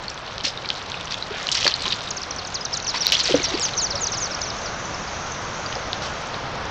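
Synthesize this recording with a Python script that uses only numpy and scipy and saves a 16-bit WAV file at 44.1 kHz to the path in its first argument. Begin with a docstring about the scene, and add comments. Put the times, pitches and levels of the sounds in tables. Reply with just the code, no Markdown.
"""Dog pawing a small pool

A dog paws the shallow water of a small inflatable pool on a lawn: drops, gulps and splashes are
decaying sines, and spray is a mass of tiny rings over filtered noise. Small birds twitter past overhead
as gliding sines, the far ones blurred by echoes. Distant traffic, shaped noise, roars and slowly swells.
The whole sound is dull above 6 kHz, ends steeply near 9 kHz and is clipped at its strongest peaks."""
import sys
import numpy as np
from scipy import signal
from scipy.fft import rfft, irfft, next_fast_len
from scipy.io import wavfile
from scipy.ndimage import uniform_filter1d

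SR = 44100
rng = np.random.default_rng(int(sys.argv[2]) if len(sys.argv) > 2 else 0)


def gain_from_decibels(decibels):
    """Convert decibel values to linear amplitude factors."""
    exponent = np.asarray(decibels, float) / 20
    return 10 ** exponent


def inscribe(sig):
    """Save sig as 16-bit PCM at rate SR to the path in sys.argv[1].

    A 1-D sig is mono; a 2-D sig holds one channel per row.
    Samples are clipped to [-1, 1] before scaling.
    """
    pcm = np.round(np.clip(np.atleast_2d(sig).T, -1, 1) * 32767)
    wavfile.write(sys.argv[1], SR, pcm.astype(np.int16))


N = 295470  # length of the scene in samples

# single drops and slaps: (time [s], relative peak level [dB], ring frequency [Hz], 60 dB decay time [s])
WATER_DROPS = [(0.0817, -15.5, 4360, 0.017), (0.101, -18.5, 5560, 0.013), (.177, -20.5, 3340, 0.012),
               (.323, -22.5, 3200, .011), (.34, -30, 3330, .0036), (0.3813, -0.5, 3800, 0.0014),
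               (.4023, -20, 3060, .014), (0.409, -15.5, 3800, 0.0052), (.45, -13, 4260, 0.025),
               (0.4807, -14.5, 5120, 0.026), (0.575, -21, 3740, 0.023), (.647, -19, 2280, 0.018),
               (.658, -12.5, 3880, 0.0064), (0.6893, -4, 4380, 0.005), (.703, -5, 3080, 0.0062),
               (.7525, -16, 3700, .0046), (0.9185, -10, 3540, .004), (0.9424, -17.5, 2510, 0.022),
               (.973, -19.5, 3700, 0.012), (1.011, -11.5, 3200, 0.0033), (1.0545, -20.5, 6000, .017),
               (1.0733, -16.5, 2830, 0.0056), (1.0798, -20, 3170, .007), (1.108, -13, 3660, .007),
               (1.123, -9, 4400, 0.0054), (1.1424, -9.5, 3430, 0.011), (1.225, -14.5, 4000, 0.018),
               (1.36, -18, 2230, .0095), (1.4697, -11, 4020, 0.0086), (1.4892, -5, 2900, 0.0097),
               (1.5168, -5.5, 5380, 0.0068), (1.526, -3, 3880, 0.0043), (1.552, -1, 4430, .0044),
               (1.5718, -11, 5420, .014), (1.5765, -10, 2810, 0.013), (1.6026, -17, 5900, .014),
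               (1.646, -4.5, 3120, 0.006), (1.668, -4, 4500, 0.016), (1.6778, -4.5, 4360, 0.008),
               (1.6825, -15, 4680, 0.011), (1.6994, -14, 3070, .0059), (1.721, -13.5, 3030, 0.019),
               (1.74, -9, 4230, 0.018), (1.796, -23, 4350, .009), (1.82, -17, 4260, .015),
               (1.855, -14, 3150, 0.023), (1.8603, -13, 3470, 0.016), (1.88, -10, 3850, .0092),
               (1.904, -13.5, 3710, .026), (1.9233, -15, 3850, 0.0034), (1.9283, -16, 3660, 0.005),
               (1.9401, -15, 4730, 0.0076), (2.0076, -10, 3800, 0.0028), (2.0746, -18, 3800, 0.026),
               (2.801, -16, 4080, 0.009), (3.0592, -2.5, 3850, 0.0069), (3.0679, 1, 4040, 0.0068),
               (3.087, -10.5, 5720, 0.009), (3.1002, -6.5, 4170, 0.0035), (3.1198, -4, 5000, 0.0037),
               (3.1223, 2.5, 2930, 0.0066), (3.1516, -8.5, 3290, 0.023), (3.202, -4, 4600, 0.0094),
               (3.2076, -8, 4100, .022), (3.2556, -12, 4500, 0.031), (3.279, -8.5, 4270, 0.01),
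               (3.3223, -6, 3100, 0.011), (3.396, -14, 2310, 0.022), (3.4189, -16, 4100, .01),
               (3.7087, -22, 4360, 0.016), (5.6615, -20, 4700, 0.028), (5.721, -29, 2930, 0.018),
               (5.754, -17, 5100, .0081), (5.9313, -7, 3620, 0.0059), (6.0216, -18, 4130, 0.0045),
               (6.343, -17, 3850, 0.0072)]
# air pockets closing under the paw: (time [s], relative level [dB], starting pitch [Hz],
# 60 dB decay time [s], half the pitch change over it, negative falls [ratio])
AIR_POCKETS = [(.442, -15, 274, 0.022, 0.019), (.47, -16, 480, 0.021, 0.12),
               (1.306, -21.5, 402, 0.11, 0.19), (1.344, -14, 705, 0.021, -0.049),
               (1.654, -4, 518, 0.017, 0.16), (1.667, -21, 418, 0.028, 0.014), (1.856, -19, 994, 0.052, .1),
               (2.942, -14, 937, 0.038, 0.084), (3.133, -6.5, 710, 0.014, -0.13),
               (3.287, -14, 690, 0.045, -0.049), (3.296, -11, 500, 0.04, -0.057),
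               (3.308, -9, 362, 0.044, 0.061), (3.341, 6.5, 546, 0.032, -0.16),
               (3.341, -11, 293, 0.11, -0.076), (3.356, -21.5, 400, 0.069, 0.054),
               (3.398, -19, 342, 0.065, 0.22), (3.479, -19.5, 648, 0.062, 0.066),
               (3.514, -20.5, 370, 0.059, .05), (3.539, -10, 301, 0.035, 0.12),
               (3.549, -15, 398, 0.058, 0.098), (3.595, -18.5, 464, 0.042, 0.13),
               (3.932, -23, 564, 0.19, 0.008), (4.024, -18, 430, 0.042, 0.25),
               (5.76, -11.5, 780, 0.023, -0.14), (5.765, -13, 536, 0.025, 0.022)]
# thrown sheets of water landing:
# (time [s], length scale [s], relative rms level [dB], centre frequency [Hz], pitch spread [octaves])
WATER_SHEETS = [(0.434, 0.068, -26, 4680, .45), (0.442, 0.036, -33, 2530, 0.27),
                (1.107, 0.039, -32.5, 3540, .6), (1.313, 0.092, -37, 1860, 0.55),
                (1.383, 0.14, -35, 2690, 1.3), (1.514, 0.021, -22, 5410, 0.42),
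                (1.541, 0.031, -25.5, 4500, 0.72), (1.569, 0.034, -27.5, 4300, 0.7),
                (1.597, 0.1, -27, 4050, 0.5), (1.642, .022, -24, 4300, 0.45),
                (1.648, 0.028, -38, 516, 0.88), (1.664, 0.0048, -18.5, 1520, 1),
                (1.676, 0.0049, -22.5, 2200, 0.94), (1.678, 0.0052, -18.5, 4690, 0.34),
                (1.849, 0.076, -32.5, 3790, 1.8), (1.906, 0.013, -33, 3960, 0.2),
                (1.921, 0.012, -21, 3540, 0.24), (2.936, .05, -29.5, 2540, 0.74),
                (3.1204, 0.003, -19, 4600, 0.34), (3.123, 0.037, -21, 4270, 0.48),
                (3.19, 0.026, -24, 4480, 0.32), (3.246, 0.076, -28, 3870, 0.64),
                (3.29, 0.054, -31.5, 4200, 0.49), (3.341, 0.069, -43, 510, 0.44),
                (5.723, 0.0087, -31.5, 3570, 0.51), (6.013, 0.095, -35, 4500, 0.63)]
# how hard the water is churned: (time [s], spray level [dB])
CHURNING = [(0, -41), (.58, -40.5), (.73, -37.5), (1.41, -37), (1.72, -34.5), (1.85, -30), (2.1, -36),
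            (2.2, -40.5), (2.85, -41), (2.99, -30), (3.2, -28), (3.72, -31), (3.78, -41.5), (4.23, -38),
            (4.67, -44.5), (6.7, -44)]
# filter that colours the spray: (frequency [Hz], relative gain [dB])
SPRAY_SPECTRUM = [(200, -44), (400, -22.5), (600, -11.5), (1040, -17.5), (2000, -8.5), (3900, -3),
                  (6200, -12.5), (8500, -14.5)]
# the clearest pinpoint droplets: (time [s], peak level [dB], starting ring frequency [Hz])
CLEAR_DROPLETS = [(0.099, -17, 7500), (.193, -23, 8100), (.742, -19.5, 7050), (1.0108, -19, 8000),
                  (1.121, -33.5, 6910), (1.494, -11, 7700), (1.5242, -6, 7600), (1.5474, -7, 7750),
                  (1.5767, -19, 6960), (1.666, -18, 7140), (1.7108, -32, 7100), (1.8238, -7.5, 7770),
                  (1.963, -18.5, 6860), (2.4628, -24, 7000), (2.7498, -13, 7060), (3.0636, -34.5, 6940),
                  (3.5106, -34, 6960), (3.597, -2, 7740), (6.1384, -23, 7020), (6.2714, -18.5, 7500)]
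# short, mostly falling chips of the nearer birds:
# (start [s], length [s], starting pitch [Hz], end pitch [Hz], level before fade and flutter [dB])
BIRD_CHIPS = [(2.106, 0.016, 7070, 3980, -17), (2.167, 0.033, 6680, 3810, -23),
              (2.217, 0.013, 5830, 3800, -25), (2.229, 0.013, 6260, 4100, -24.5),
              (2.234, .011, 5430, 3300, -24), (2.307, 0.026, 6550, 3660, -22),
              (2.362, .009, 5750, 6440, -26.5), (2.384, 0.029, 5800, 3500, -22.5),
              (2.391, 0.015, 5920, 4000, -27), (2.449, 0.016, 5700, 3480, -24),
              (2.471, 0.011, 6880, 5100, -23), (2.543, .046, 6900, 3100, -18.5),
              (2.552, 0.012, 6800, 5000, -26), (2.61, 0.016, 5100, 4950, -23.5),
              (2.65, .019, 6740, 3600, -14), (2.729, .042, 5490, 3280, -20.5),
              (2.739, 0.007, 6200, 4740, -17), (2.769, 0.017, 7300, 4300, -17),
              (2.823, 0.0096, 6900, 5000, -25), (2.844, 0.026, 6200, 3680, -22.5),
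              (2.868, 0.0085, 6400, 5400, -17), (2.877, 0.021, 6270, 3930, -16),
              (2.886, 0.046, 6000, 3200, -20.5), (2.901, .009, 7000, 4970, -23),
              (2.958, 0.026, 4660, 4190, -25.5), (2.967, .013, 5230, 5650, -26.5),
              (2.98, .006, 6220, 5200, -25), (3.007, 0.042, 6000, 3800, -18.5),
              (3.013, 0.015, 6170, 4880, -22.5), (3.048, .008, 5940, 5600, -17),
              (3.077, .022, 5940, 3870, -22), (3.179, 0.012, 5980, 5570, -24),
              (3.194, 0.0079, 6640, 5420, -30.5), (3.232, 0.025, 6860, 4450, -21),
              (3.246, .008, 5340, 4960, -24), (3.353, .016, 6410, 4900, -19), (3.44, .026, 5630, 3580, -20),
              (3.363, 0.0056, 6800, 5700, -29), (3.465, 0.024, 4860, 4400, -29),
              (3.485, 0.016, 6600, 5100, -22), (3.54, .023, 4870, 3900, -21),
              (3.603, 0.046, 5760, 3710, -21.5), (3.657, 0.012, 6600, 5640, -20),
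              (3.735, .011, 4570, 3680, -20), (3.769, 0.025, 6360, 3970, -23.5),
              (3.776, 0.052, 6450, 3460, -16), (3.904, 0.038, 5900, 3280, -20.5),
              (3.924, 0.016, 5200, 3930, -27), (3.952, 0.033, 6050, 3640, -23),
              (3.976, .031, 5300, 3440, -24), (4.068, 0.032, 6760, 3400, -17),
              (4.119, 0.027, 6480, 4020, -20.5), (4.135, 0.041, 6000, 3700, -24.5),
              (4.171, 0.034, 6750, 4270, -21.5), (4.241, 0.031, 5640, 4050, -27),
              (4.256, 0.0062, 6530, 5320, -18), (4.308, 0.041, 5840, 3900, -26),
              (4.346, .010, 5980, 4500, -21), (4.416, 0.017, 5650, 3480, -20),
              (4.502, .014, 5650, 3510, -19.5), (4.587, 0.0045, 5500, 5180, -24.5),
              (4.659, 0.026, 5170, 3790, -27), (4.743, .007, 5650, 5400, -28),
              (4.852, 0.012, 6260, 5360, -29), (4.941, 0.021, 5720, 4250, -28),
              (5.075, .020, 5150, 3900, -33), (5.317, 0.011, 6750, 5530, -26.5)]
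# long calls, most from one bird that repeats about five times a second:
# (start [s], length [s], top pitch [Hz], level before shape and flutter [dB])
BIRD_CALLS = [(3.431, .042, 6700, -19.5), (3.622, .054, 7460, -14.5), (3.814, 0.058, 7410, -16.5),
              (4.008, .061, 7540, -17.5), (4.203, .070, 7260, -20), (4.409, .057, 7110, -24.5),
              (4.452, .063, 6960, -31.5), (4.615, 0.082, 7000, -32.5)]
# shape of a long call, a drop, a sloping shelf and a slide:
# (share of length [ratio], share of top pitch [ratio], relative level [dB])
CALL_SHAPE = [(0, 1, 1.5), (.13, .915, -0.5), (.58, .8, 0.5), (.75, .67, -10), (1, 0.58, -9.5)]
# far birds gather, pass and leave: (time [s], level before the opening fade [dB])
FLOCK_LEVEL = [(1.9, -43.5), (3.0, -47.5), (3.9, -46), (4.4, -40.5), (4.9, -37.5), (5.7, -39), (6.3, -46),
               (6.7, -52)]
# spectrum of the traffic roar: (frequency [Hz], relative density [dB per Hz])
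ROAR_SPECTRUM = [(12, -39), (20, -7.5), (86, 1.5), (158, -0.5), (259, -5.5), (360, -6.5), (520, -2),
                 (760, -2), (1090, -2), (1440, -3), (1910, -9), (3780, -15), (5500, -17.5), (7500, -29)]
# the roar swells as it nears: (time [s], relative level [dB])
ROAR_LEVEL = [(0, -36), (3.2, -34), (3.5, -32), (6.7, -30.5)]
# treble roll-off of the whole sound, with a steep cutoff near 9 kHz: (frequency [Hz], gain [dB])
TREBLE_ROLLOFF = [(5800, -0.5), (6500, -4.5), (7200, -10.5), (8000, -16), (8700, -25.5), (9300, -75.5),
                  (10000, -87.5)]


def evened(x):
    """Normalisation to unit rms."""
    return x / np.sqrt(np.mean(x ** 2) + 1e-20)


def smoothed(x, size):
    """Low-pass smoothing by two running means of the given number of samples."""
    return uniform_filter1d(uniform_filter1d(x, size=size), size=size)


def read(points, hz):
    """Interpolation of a spectrum along logarithmic frequency."""
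    f, value = np.transpose(points)
    return np.interp(np.log(hz + 1), np.log(f + 1), value)


def curve(rows, t):
    """Linear interpolation of each column of a table over its first column."""
    s, *columns = np.transpose(rows)
    return [np.interp(t, s, c) for c in columns]


def add(mix, s, sound):
    """Superposition: a sound joins the mix at s seconds."""
    part = mix[round(s * SR):][:len(sound)]
    part += sound[:len(part)]


def colour(x, points):
    """Zero-phase filtering: a dB response multiplies the spectrum without delay."""
    size = next_fast_len(len(x) + 4096)
    gain = gain_from_decibels(read(points, np.fft.rfftfreq(size, 1 / SR)))
    return irfft(rfft(x, size) * gain, size)[:len(x)]


def ring(hz, t60, rise, length):
    """Bubble resonance: a dying sine whose pitch glides up or, if rise is negative, down."""
    t = np.arange(length) / SR
    return gain_from_decibels(-60 * t / t60) * np.sin(2 * np.pi * hz * (t + rise * t ** 2 / t60))


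def tail(x, t60):
    """Multiple reflection from fences and walls: sparse echoes of random sign that die away."""
    at = np.arange(400, SR // 2, 20)
    taps = np.zeros(SR // 2 + 20)
    signs = rng.choice([-1., 1.], len(at))
    taps[at + rng.integers(0, 20, len(at))] = signs * gain_from_decibels(-60 * at / SR / t60)
    return signal.fftconvolve(x, taps / np.linalg.norm(taps))[:N]


def drops(dive_s=0.00038, dive_top_hz=6000, dive_share=0.28, rough_per_cycle=0.014, rise_s=0.0003):
    """Cavity resonance: each plink dives in pitch to the ring of the cavity it leaves; long rings are ragged."""
    out, chance = np.zeros(N), rng.standard_normal((len(WATER_DROPS), 2000))
    t = np.arange(2000) / SR
    for (s, db, hz, t60), noise in zip(WATER_DROPS, chance):
        rough = np.clip(rough_per_cycle * hz * t60, 0, .3)
        flutter = 1 - rough + rough * evened(smoothed(noise, 24))
        # the plink starts a share of the way from its ring up to the top pitch
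        dive_hz = dive_share * max(dive_top_hz - hz, 0)
        turns = hz * t + dive_hz * dive_s * (1 - np.exp(-t / dive_s))
        attack = np.sin(np.pi / 2 * np.minimum(t / rise_s, 1)) ** 2
        shape = attack * gain_from_decibels(-60 * t / t60) * flutter
        add(out, s, gain_from_decibels(db + 2.5) * shape * np.sin(2 * np.pi * turns))
    return out


def gulps(rough=0.37, start_s=0.0028):
    """Large-bubble resonance: low rings with a soft start, shaken ragged by the water around them."""
    out, start = np.zeros(N), 1 - np.exp(-np.arange(6000) / SR / start_s)
    chance = rng.standard_normal((len(AIR_POCKETS), 6000))
    for (s, db, hz, t60, rise), noise in zip(AIR_POCKETS, chance):
        flutter = 1 + rough * evened(smoothed(noise, 90))
        add(out, s, gain_from_decibels(db) * start * flutter * ring(hz, t60, rise, length=6000))
    return out


def splashes(per_s=4000, cycles=15, spread_db=4.0):
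    """Superposed resonances: bubbles and droplets land together, pitched in a band set by their size."""
    out, t = np.zeros(N), np.arange(400) / SR
    chance = rng.random((len(WATER_SHEETS), 400, 4))  # at most 400 rings in a splash
    for (s, length, db, centre_hz, width), draws in zip(WATER_SHEETS, chance):
        when, size, a, b = draws[:round(per_s * 1.4 * length) + 8].T
        hz = centre_hz * 2 ** (2.355 * width * (a + b - 1))  # triangular spread in octaves
        envelope = np.minimum(when / 0.083, 1) * np.exp(-(1.57 * when) ** 3)
        level = gain_from_decibels(-spread_db * np.log(size + 0.025)) * np.sqrt(hz / centre_hz) * envelope
        swarm = np.zeros(round(1.34 * length * SR) + len(t))
        for w, f, g in zip(when, hz, level):
            attack = np.minimum(t * f, 1)  # one cycle long
            add(swarm, 1.4 * length * w, g * attack * ring(f, cycles / f, 0.012, length=400))
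        add(out, s, gain_from_decibels(db - 0.5) * evened(swarm))
    return out


def spray(grains_per_s=2500, spread_db=3.5, fizz_db=-3, clump_db=3.57):
    """Random superposition: tiny rings, a few of them large, over a fine noise fizz; bursts come in clumps."""
    t = np.arange(N) / SR
    clumps = gain_from_decibels(clump_db * evened(smoothed(rng.standard_normal(N), 300)))
    present = rng.random(N) < grains_per_s / SR
    size = gain_from_decibels(spread_db * np.minimum(rng.exponential(1, N), 4)) * present
    kind, grains = rng.integers(0, 24, N), np.zeros(N)
    for k, hz in enumerate(np.geomspace(900, 9000, num=24)):
        grain = hz * ring(hz, 14 / hz, 0.18, length=700)
        grains += signal.oaconvolve(size * (kind == k), grain)[:N]
    mix = evened(grains) + gain_from_decibels(fizz_db) * rng.standard_normal(N)
    return gain_from_decibels(curve(CHURNING, t)[0]) * evened(clumps * colour(mix, SPRAY_SPECTRUM))


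def ticks(per_s=50, over_spray_db=7, t60=0.0047):
    """Small-bubble resonance: pinpoint droplets ring only in the treble; faint ones follow the churning."""
    faint, clear = np.zeros((2, N))
    for s, pitch, size in rng.random((round(per_s * N / SR), 3)):
        droplet = ring(5800 + 2800 * pitch, t60, .02, length=300)
        add(faint, s * N / SR, gain_from_decibels(-5 * np.log(size + 0.04)) * droplet)
    for s, db, hz in CLEAR_DROPLETS:
        add(clear, s, gain_from_decibels(db) * ring(hz, t60, 0.018, length=300))
    return clear + faint * gain_from_decibels(curve(CHURNING, np.arange(N) / SR)[0] + over_spray_db)


def whistle(pitch, level_db, noise, flutter_db=2, edge_s=0.00051):
    """Frequency modulation: a near-sine glide whose strength flutters at random, as over several sound paths."""
    t = np.arange(len(pitch)) / SR
    pitch = uniform_filter1d(pitch, size=40, mode="nearest")
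    flutter = evened(smoothed(noise, 120))[:len(t)]
    edge = np.minimum(np.minimum(t, t[-1] - t) / edge_s, 1)
    return gain_from_decibels(level_db + flutter_db * flutter) * edge * np.sin(2 * np.pi * np.cumsum(pitch) / SR)


def chips(rise_s=0.00088, fade_db=-20.5, knee_hz=4500, drop_hz_per_s=230000, slide_hz_per_s=45000):
    """Two-rate glide: a chip swells at once, moves steeply, slides below the knee if time is left, and fades."""
    out = np.zeros(N)
    chance = rng.standard_normal((len(BIRD_CHIPS), 4000))
    for (s, length, top_hz, end_hz, db), noise in zip(BIRD_CHIPS, chance):
        t = np.arange(0, length, 1 / SR)
        spare_s = length - abs(top_hz - knee_hz) / drop_hz_per_s
        slide_s = max(min((knee_hz - end_hz) / slide_hz_per_s, spare_s), 0)
        drop = np.minimum(t / (length - slide_s), 1) ** 1.15
        slide_hz = end_hz + slide_hz_per_s * np.minimum(length - t, slide_s)
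        pitch = top_hz + (slide_hz - top_hz) * drop
        fallen = (top_hz - pitch) / (top_hz - end_hz)
        swell_db = -8 * np.maximum(1 - t / rise_s, 0)
        add(out, s, whistle(pitch, db + fade_db * fallen ** 2.7 + swell_db, noise))
    return out


def long_calls(lead_s=0.001, lead_pitch=4.9):
    """Scaled glide: one shape, stretched to each call, opens with a very fast drop from above."""
    out = np.zeros(N)
    chance = rng.standard_normal((len(BIRD_CALLS), 4000))
    for (s, length, top_hz, db), noise in zip(BIRD_CALLS, chance):
        t = np.arange(-lead_s, length, 1 / SR)
        pitch, level_db = curve(CALL_SHAPE, t / length)
        pitch = pitch + (lead_pitch - 1) * np.maximum(-t / lead_s, 0)
        add(out, s - lead_s, whistle(top_hz * pitch, db + level_db, noise))
    return out


def flock(calls_per_s=330):
    """Diffuse reflection: faint falling chirps of unequal strength, mostly heard as their echoes."""
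    calls, t = np.zeros(N), np.arange(900) / SR
    for s, a, b, fall, size in rng.random((round(calls_per_s * N / SR), 5)):
        pitch = 5700 + 1100 * (a + b) - 40000 * (0.74 + fall) * t
        chirp = np.hanning(len(t)) * np.sin(2 * np.pi * np.cumsum(pitch) / SR)
        add(calls, s * N / SR, gain_from_decibels(-2.5 * np.log(size + .05)) * chirp)
    blurred = 0.2 * calls + tail(calls, 0.37)
    t = np.arange(N) / SR
    fade_in = np.clip((t - 1.9) / 0.71, 0, 1)
    return evened(blurred) * gain_from_decibels(curve(FLOCK_LEVEL, t)[0]) * fade_in


def traffic(patchy_db=0.5, bright_db_per_octave=0.12):
    """Spectral shaping of noise: random short-time spectra with faint drifting patches."""
    frames, hz = N // 256 + 5, np.fft.rfftfreq(1024, 1 / SR)
    a, b, patches = rng.standard_normal((frames, 513, 3)).T
    patches = uniform_filter1d(patches, size=8, axis=0)  # along frequency
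    patches = evened(uniform_filter1d(patches, size=20, axis=1))  # along time
    octaves = np.log2(np.clip(hz, 200, 6000) / 800)[:, None]
    field_db = read(ROAR_SPECTRUM, hz)[:, None] + patchy_db * patches + bright_db_per_octave * octaves
    noise = signal.istft((a + 1j * b) * gain_from_decibels(field_db), nperseg=1024, noverlap=768)[1][:N]
    return evened(noise) * gain_from_decibels(curve(ROAR_LEVEL, np.arange(N) / SR)[0] + 1.5)


def scene():
    """Superposition of water and birds, each with its echoes, over the far flock and traffic."""
    water = drops() + gulps() + splashes() + spray() + ticks()
    birds = chips() + long_calls()
    water_echo = gain_from_decibels(-13) * tail(water, 0.094)
    bird_echo = gain_from_decibels(-15.5) * tail(birds, 0.66)
    mix = water + water_echo + birds + bird_echo + flock() + traffic()
    return mix[None]


def low_pass(x):
    """Removes everything above the highest recorded frequency."""
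    return signal.sosfilt(signal.butter(12, 16500, fs=SR, output="sos"), x)


def record(dry, clip=0.72):
    """Band limiting and overload: the treble is rolled off, then the peaks are hard-clipped."""
    heard = colour(dry[0], TREBLE_ROLLOFF)
    clipped = np.clip(heard, -clip, clip)[None]
    return low_pass(clipped)


dry = scene()
out = record(dry)
inscribe(out)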